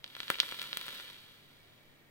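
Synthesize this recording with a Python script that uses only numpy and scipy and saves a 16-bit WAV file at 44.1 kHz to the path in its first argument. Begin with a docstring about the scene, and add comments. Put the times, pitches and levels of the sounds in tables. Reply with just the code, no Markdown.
"""A small vaping device fires its wet coil, held over a desk close to the microphone in a quiet room.
First come a few pops as bubbles burst. Within a third of a second the boiling liquid swells into a
fine crackle and hiss, with spits of spray and sharp pops, the sharpest at 0.4 s. The device and nearby
reflections colour all of it. After one second the coil cools and the sizzle dies away.
Faint whistles sound in the last of the hiss, leaving the room's low hum."""
import sys
import numpy as np
from scipy import signal
from scipy.fft import rfft, irfft
from scipy.io import wavfile
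from scipy.ndimage import uniform_filter1d

SR = 44100
rng = np.random.default_rng(int(sys.argv[2]) if len(sys.argv) > 2 else 0)


def unload_wav(signal):
    """Save mono or channel-first audio to the path in sys.argv[1] as 16-bit WAV at rate SR, clipped to [-1, 1]."""
    wavfile.write(
        sys.argv[1],
        SR,
        np.round(np.clip(np.atleast_2d(signal).T, -1, 1) * 32767).astype(np.int16),
    )


N = 92610  # 2.1 seconds
TIME = np.arange(N) / SR


def gain(db):
    """Turns decibels into a number to multiply by."""
    return 10 ** (np.asarray(db) / 20)


def normalise(x):
    """Scales a sound to an average (rms) size of 1."""
    return x / np.sqrt(np.mean(x ** 2) + 1e-20)


def look_up(points, hz, column=1):
    """Reads between a table's rows along a log-frequency axis."""
    table = np.array(points, float)
    return np.interp(np.log(hz + 1), np.log(table[:, 0] + 1), table[:, column])


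def frequencies(size=4096):
    """The frequencies in the spectrum of a sound this many samples long."""
    return np.fft.rfftfreq(size, 1 / SR)


def click(db, delay_s=0):
    """The sharpest possible click with the given level at each frequency."""
    log_gain = np.log(gain(np.r_[db, db[-2:0:-1]]))
    spectrum = np.exp(np.conj(signal.hilbert(log_gain)))[:len(db)]
    return irfft(spectrum * np.exp(-2j * np.pi * frequencies() * delay_s))[:len(db)]


def through(x, response):
    """Filters a sound: every sample sets off a copy of the response."""
    return signal.oaconvolve(x, response)[:N]


def add(mix, start_s, sound):
    """Mixes a sound in at a given time."""
    part = mix[max(0, round(start_s * SR)):][:len(sound)]
    part += sound[:len(part)]


def noise_spectra(likeness):
    """Left and right noise spectra: unrelated at likeness 0, the same at 1."""
    left, other = rfft(rng.standard_normal((2, N)))
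    return np.array([left, likeness * left + np.sqrt(1 - likeness ** 2) * other])


def narrow_noise(centre_hz, width_hz):
    """Two unrelated noises, each kept close to one frequency."""
    band = np.exp(-((frequencies(N) - centre_hz) / width_hz) ** 2)
    return normalise(irfft(rfft(rng.standard_normal((2, N))) * band, N))


# Tone colour of the room's noise: (frequency [Hz], relative level [dB])
NOISE_COLOUR = [(20, 2), (40, -37), (65, -7), (100, -5), (200, -5), (400, -7.5), (750, -11.5), (1400, -16),
                (2000, -11), (4000, -26), (6000, -27.5), (9500, -30.5), (12500, -29), (16000, -21)]
# How alike that noise is on the left and right: (frequency [Hz], likeness [0 to 1])
NOISE_LIKENESS = [(40, 0.22), (150, 0.65), (600, 0.15), (1500, 0), (3000, 0), (15000, 0)]
def room_noise(level_db=-63):
    """The soft, steady rush of a quiet room."""
    hz = frequencies(N)
    spectra = noise_spectra(look_up(NOISE_LIKENESS, hz)) * gain(look_up(NOISE_COLOUR, hz))
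    return gain(level_db) * normalise(irfft(spectra, N))


# The tones in the room's hum: (pitch [Hz], level [dB])
HUM_TONES = [(100, -79), (141, -75), (594, -83)]
def hum(waver=0.25, waver_hz=5):
    """Low tones that waver a little in loudness and pitch."""
    out = np.zeros(N)
    for pitch, db in HUM_TONES:
        swell, drift = waver * narrow_noise(0, waver_hz)
        out += gain(db) * normalise((1 + swell) * np.sin(2 * np.pi * pitch * TIME + drift))
    return out


# Echoes off the hand, desk and nearby things: (delay [s], left level [dB], right level [dB])
NEAR_ECHOES = [(.0018, -13.5, -16.5), (.0030, -13, -21.5), (0.011, -24.5, -60), (0.0202, -35, -31)]
def room_echoes(stereo, tail_db=-12.5, tail_start_s=0.00251, fade_s=0.13):
    """Sound arrives directly, then as a few echoes and a faint tail that drops 60 dB in fade_s."""
    t, out = TIME[:SR // 2], []
    for side, channel in enumerate(stereo):
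        tail = rng.standard_normal(len(t)) * gain(-60 * t / fade_s) * (t > tail_start_s)
        response = gain(tail_db) * tail / np.linalg.norm(tail)
        response[0] = 1  # the direct sound
        for delay, *db in NEAR_ECHOES:
            add(response, delay, gain([db[side]]))
        out.append(through(channel, response))
    return np.array(out)


# A thin whistle of escaping vapour: (time [s], pitch [Hz], level [dB])
VAPOUR_WHISTLE = [(1.66, 12200, -100), (1.70, 12300, -94), (1.76, 12700, -90), (1.82, 12000, -94),
                  (1.86, 11850, -87), (1.91, 11700, -100)]
# Faint tones as the sizzle ends: (pitch [Hz], width [Hz], level [dB], peak time [s], fade time [s])
FAINT_TONES = [(2278, 35, -75, 1.75, 0.8), (1855, 18, -78.5, 1.94, 0.43)]
def whistles(flutter_hz=50):
    """The last vapour whistles very high while two lower tones swell and fade."""
    times, pitches, levels = np.transpose(VAPOUR_WHISTLE)
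    flutter = normalise(uniform_filter1d(rng.standard_normal(N), size=200))
    hz = np.interp(TIME, times, pitches) + flutter_hz * flutter
    loudness = np.interp(TIME, times, gain(levels), left=0, right=0)
    out = np.sqrt(2) * loudness * np.sin(2 * np.pi * np.cumsum(hz) / SR)
    for pitch, width, db, peak_s, fade_s in FAINT_TONES:
        swell = np.exp(-((TIME - peak_s) / fade_s) ** 2)
        out = out + gain(db) * swell * narrow_noise(pitch, width)
    return out


def microphone_bass_cut(stereo, cut_hz=118):
    """The microphone cuts the deep bass."""
    return signal.sosfilt(signal.butter(4, cut_hz, "high", fs=SR, output="sos"), stereo)


# Broad tone colour of the device: (frequency [Hz], left level [dB], right level [dB])
DEVICE_COLOUR = [(140,-13.5,-16), (516,-11.5,-16.5), (880,-11,-14), (1204,-10.5,-17), (1430,-3.5,-3),
                 (2160,-6.5,-5.5), (2180,-2.5,-4), (3130,-6,-4.5), (3760,-3,-0.5), (4110,-10.5,-3.5),
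                 (4430,-19.5,-4), (4940,-11,-14.5), (5350,-19,-14), (7540,-19.5,-31), (7640,-16,-21),
                 (9170,-20,-26.5), (12160,-12.5,-18.5), (11600,-15,-5), (14100,-17,-32.5), (16100,-39,-7)]
# Where chamber and mouthpiece ring: (frequency [Hz], width [Hz], left boost [dB], right boost [dB])
DEVICE_RINGS = [(565, 40, 3, 3), (2997, 25, 6, 4), (3205, 55, 9, 6)]
# Narrow dips caused by reflections off the desk: (frequency [Hz], width [Hz], depth [dB])
LEFT_DIPS = [(659, 63, 14), (844, 33, 1.5), (1710, 79, 8.5), (2594, 36, 16)]
RIGHT_DIPS = [(736, 47, 16), (1603, 47, 26.6), (2337, 68, 22.5), (2711, 20.6, 14)]
def device_and_desk(stereo, right_delay_s=0.00014):
    """The device and nearby reflections colour the sound; the right side hears it slightly later."""
    hz, out = frequencies(), []
    for side, (dips, delay) in enumerate([(LEFT_DIPS, 0), (RIGHT_DIPS, right_delay_s)]):
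        db = look_up(DEVICE_COLOUR, hz, column=side + 1)
        for centre, width, *boost in DEVICE_RINGS:
            db += boost[side] / (1 + ((hz - centre) / width) ** 2)
        for centre, width, depth in dips:
            db -= depth / (1 + ((hz - centre) / width) ** 2)
        out.append(through(stereo[side], click(db, delay)))
    return np.array(out)


def burst(bass_db, treble_db, delay_s=0, deep_db=0, edge_db=0):
    """The pressure pulse of one bursting bubble: big ones carry bass, sudden ones treble."""
    # (frequency [Hz], level compared with the middle range [dB])
    colour = [(190, min(bass_db + deep_db, 13)), (1500, bass_db), (3590, 0),
              (5360, edge_db), (9040, treble_db)]
    return click(look_up(colour, frequencies()), delay_s)


def hiss(alike_below_hz=7100):
    """Escaping vapour makes a smooth noise whose treble differs between left and right."""
    likeness = np.exp(-(frequencies(N) / alike_below_hz) ** 2)
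    noise = irfft(noise_spectra(likeness), N)
    colour = burst(bass_db=-0.5, treble_db=2)
    return normalise(np.array([through(side, colour) for side in noise]))


def crackle(bursts_per_s=2600, kinds=7, colour_step_db=3.5, delay_step_s=0.000025):
    """Thousands of tiny bubbles burst all over the coil, so their left-right delay varies."""
    sizes = gain(-0.5 * np.minimum(rng.exponential(1, N), 2.6))
    bursting = rng.random(N) < bursts_per_s / SR
    clicks = sizes * bursting * rng.choice([-1, 1], N)
    kind, out = rng.integers(0, kinds, N), np.zeros((2, N))
    trebles = np.linspace(-2, 2, kinds)  # each kind has its own treble, bass and place, in steps
    basses, places = rng.permutation(trebles), rng.permutation(trebles)
    for k, (bass, treble, place) in enumerate(zip(basses, trebles, places)):
        bass_db = -3.5 + colour_step_db * bass
        treble_db = -4.5 + colour_step_db * treble
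        for side, steps in enumerate([2, 2 + place]):
            pulse = burst(bass_db, treble_db, delay_step_s * steps)[:256]
            out[side] += through(clicks * (kind == k), pulse)
    return normalise(out)


# How hard the liquid boils: (time [s], level [dB])
BOIL_STRENGTH = [(0,-65.5), (0.03,-66), (0.06,-58), (0.13,-55.5), (0.19,-48.5), (0.26,-48.5), (0.33,-42.5),
                 (0.38,-46), (0.45,-42), (0.56,-44.5), (0.631,-44), (0.72,-46), (0.95,-43.5), (1.04,-48),
                 (1.15,-52), (1.22,-54.5), (1.43,-60.5), (1.75,-64), (2.1,-72)]
def sizzle(crackle_boost_db=8.5, hiss_boost_db=2.5):
    """Crackle and hiss grow and fade together with the boiling."""
    strength = gain(np.interp(TIME, *np.transpose(BOIL_STRENGTH)))
    return strength * (gain(crackle_boost_db) * crackle() + gain(hiss_boost_db) * hiss())


# Spits of liquid: (start [s], length [s], level [dB], bass boost [dB], treble boost [dB])
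SPRAY_SPITS = [(0.2875, .015, -37.5, 6, -8), (0.3030, .006, -31, 9, 2), (0.3108, .008, -33, 2, 3),
               (0.392, .010, -38, 0, -6), (0.4025, .005, -37, -3, 2), (0.6175, .005, -37, 0, 2),
               (0.6265, .009, -38, -3, 5), (0.886, .006, -40, 3, 2)]
def spray():
    """Liquid spits out around some of the pops, in short puffs of noise that swell and fade."""
    out = np.zeros(N)
    for start, length, db, bass_db, treble_db in SPRAY_SPITS:
        noise = rng.standard_normal(SR // 10)[:int(length * SR)]
        puff = noise * np.hanning(len(noise)) ** 0.5
        add(out, start, gain(db) * np.convolve(puff, burst(bass_db, treble_db)))
    return out


def shrinking_bubble(start_s=0.34, length_s=0.00565, start_hz=1290, end_hz=3890, level_db=-26):
    """One bubble rings for a moment, its pitch rising as it shrinks."""
    out = np.zeros(N)
    hz = np.linspace(start_hz, end_hz, int(length_s * SR))
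    tone = np.sin(2 * np.pi * np.cumsum(hz) / SR)
    add(out, start_s, gain(level_db) * np.hanning(len(hz)) ** 0.5 * tone)
    return out


# The larger bubbles bursting: (time [s], level [dB], bass boost [dB], treble boost [dB])
BUBBLE_POPS = [(0.0425,-1,-5,-14), (0.0630,-16,-4,-18), (0.0778,-13.5,-17,-7), (0.1014,-16,-1,-18),
               (0.1518,-6,-1,-21), (0.1664,-12.5,12,0), (0.2033,2,1,-11.5), (0.232,-7,2,-10),
               (0.281,-2.5,-2,-25), (0.3021,7,13.5,5), (0.3133,-5,0,5), (0.3554,-5,2,-14),
               (0.3864,-3,-2,-28), (0.393,-5,2,-20), (0.4016,18.5,-9.5,-12.5), (0.4319,-9.5,15.5,5),
               (0.49,-5,0.5,-8), (0.5134,-4,-3,-5), (0.5227,-8,14.5,-4), (0.545,-10.5,5,-11),
               (0.59,-5.5,1.5,-4), (0.5954,0,-27,-22), (0.6168,1.5,-1.5,-2.5), (0.6277,-6,-1,4.5),
               (0.6404,-8,3,-18), (0.73,4,-2,-32), (0.7393,-11,-2,-12), (0.7718,3.5,1.5,5),
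               (0.813,-4,-1,-1), (0.816,-10.5,7,-21), (0.8657,-15,11,12), (0.882,-5,6,-3), (0.889,-10,7,4),
               (0.9066,-7.5,-2,-6), (0.9994,-10.5,7.5,-16), (1.0066,-12,3,1), (1.1003,-11,-0.5,-5)]
def pops(violent_above_db=12):
    """Each large bubble bursts in one pulse; a violent one cracks with a harder edge."""
    out = np.zeros(N)
    for start, db, bass_db, treble_db in BUBBLE_POPS:
        edge_db = 2 if db > violent_above_db else 0
        add(out, start, gain(db) * burst(bass_db, treble_db, deep_db=-2.5, edge_db=edge_db))
    return out


def scene():
    """The boiling coil in its room, joined by whistles, noise and hum."""
    boiling = pops() + shrinking_bubble() + spray() + sizzle()
    coil = microphone_bass_cut(device_and_desk(boiling))
    return room_echoes(coil) + whistles() + room_noise() + hum()


def record(dry):
    """Cuts away the very highest treble, above 15800 Hz."""
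    low_pass = signal.firwin(255, 15800, window=("kaiser", 9), fs=SR)
    return signal.oaconvolve(dry, low_pass[None], "same")


dry = scene()
out = record(dry)
unload_wav(out)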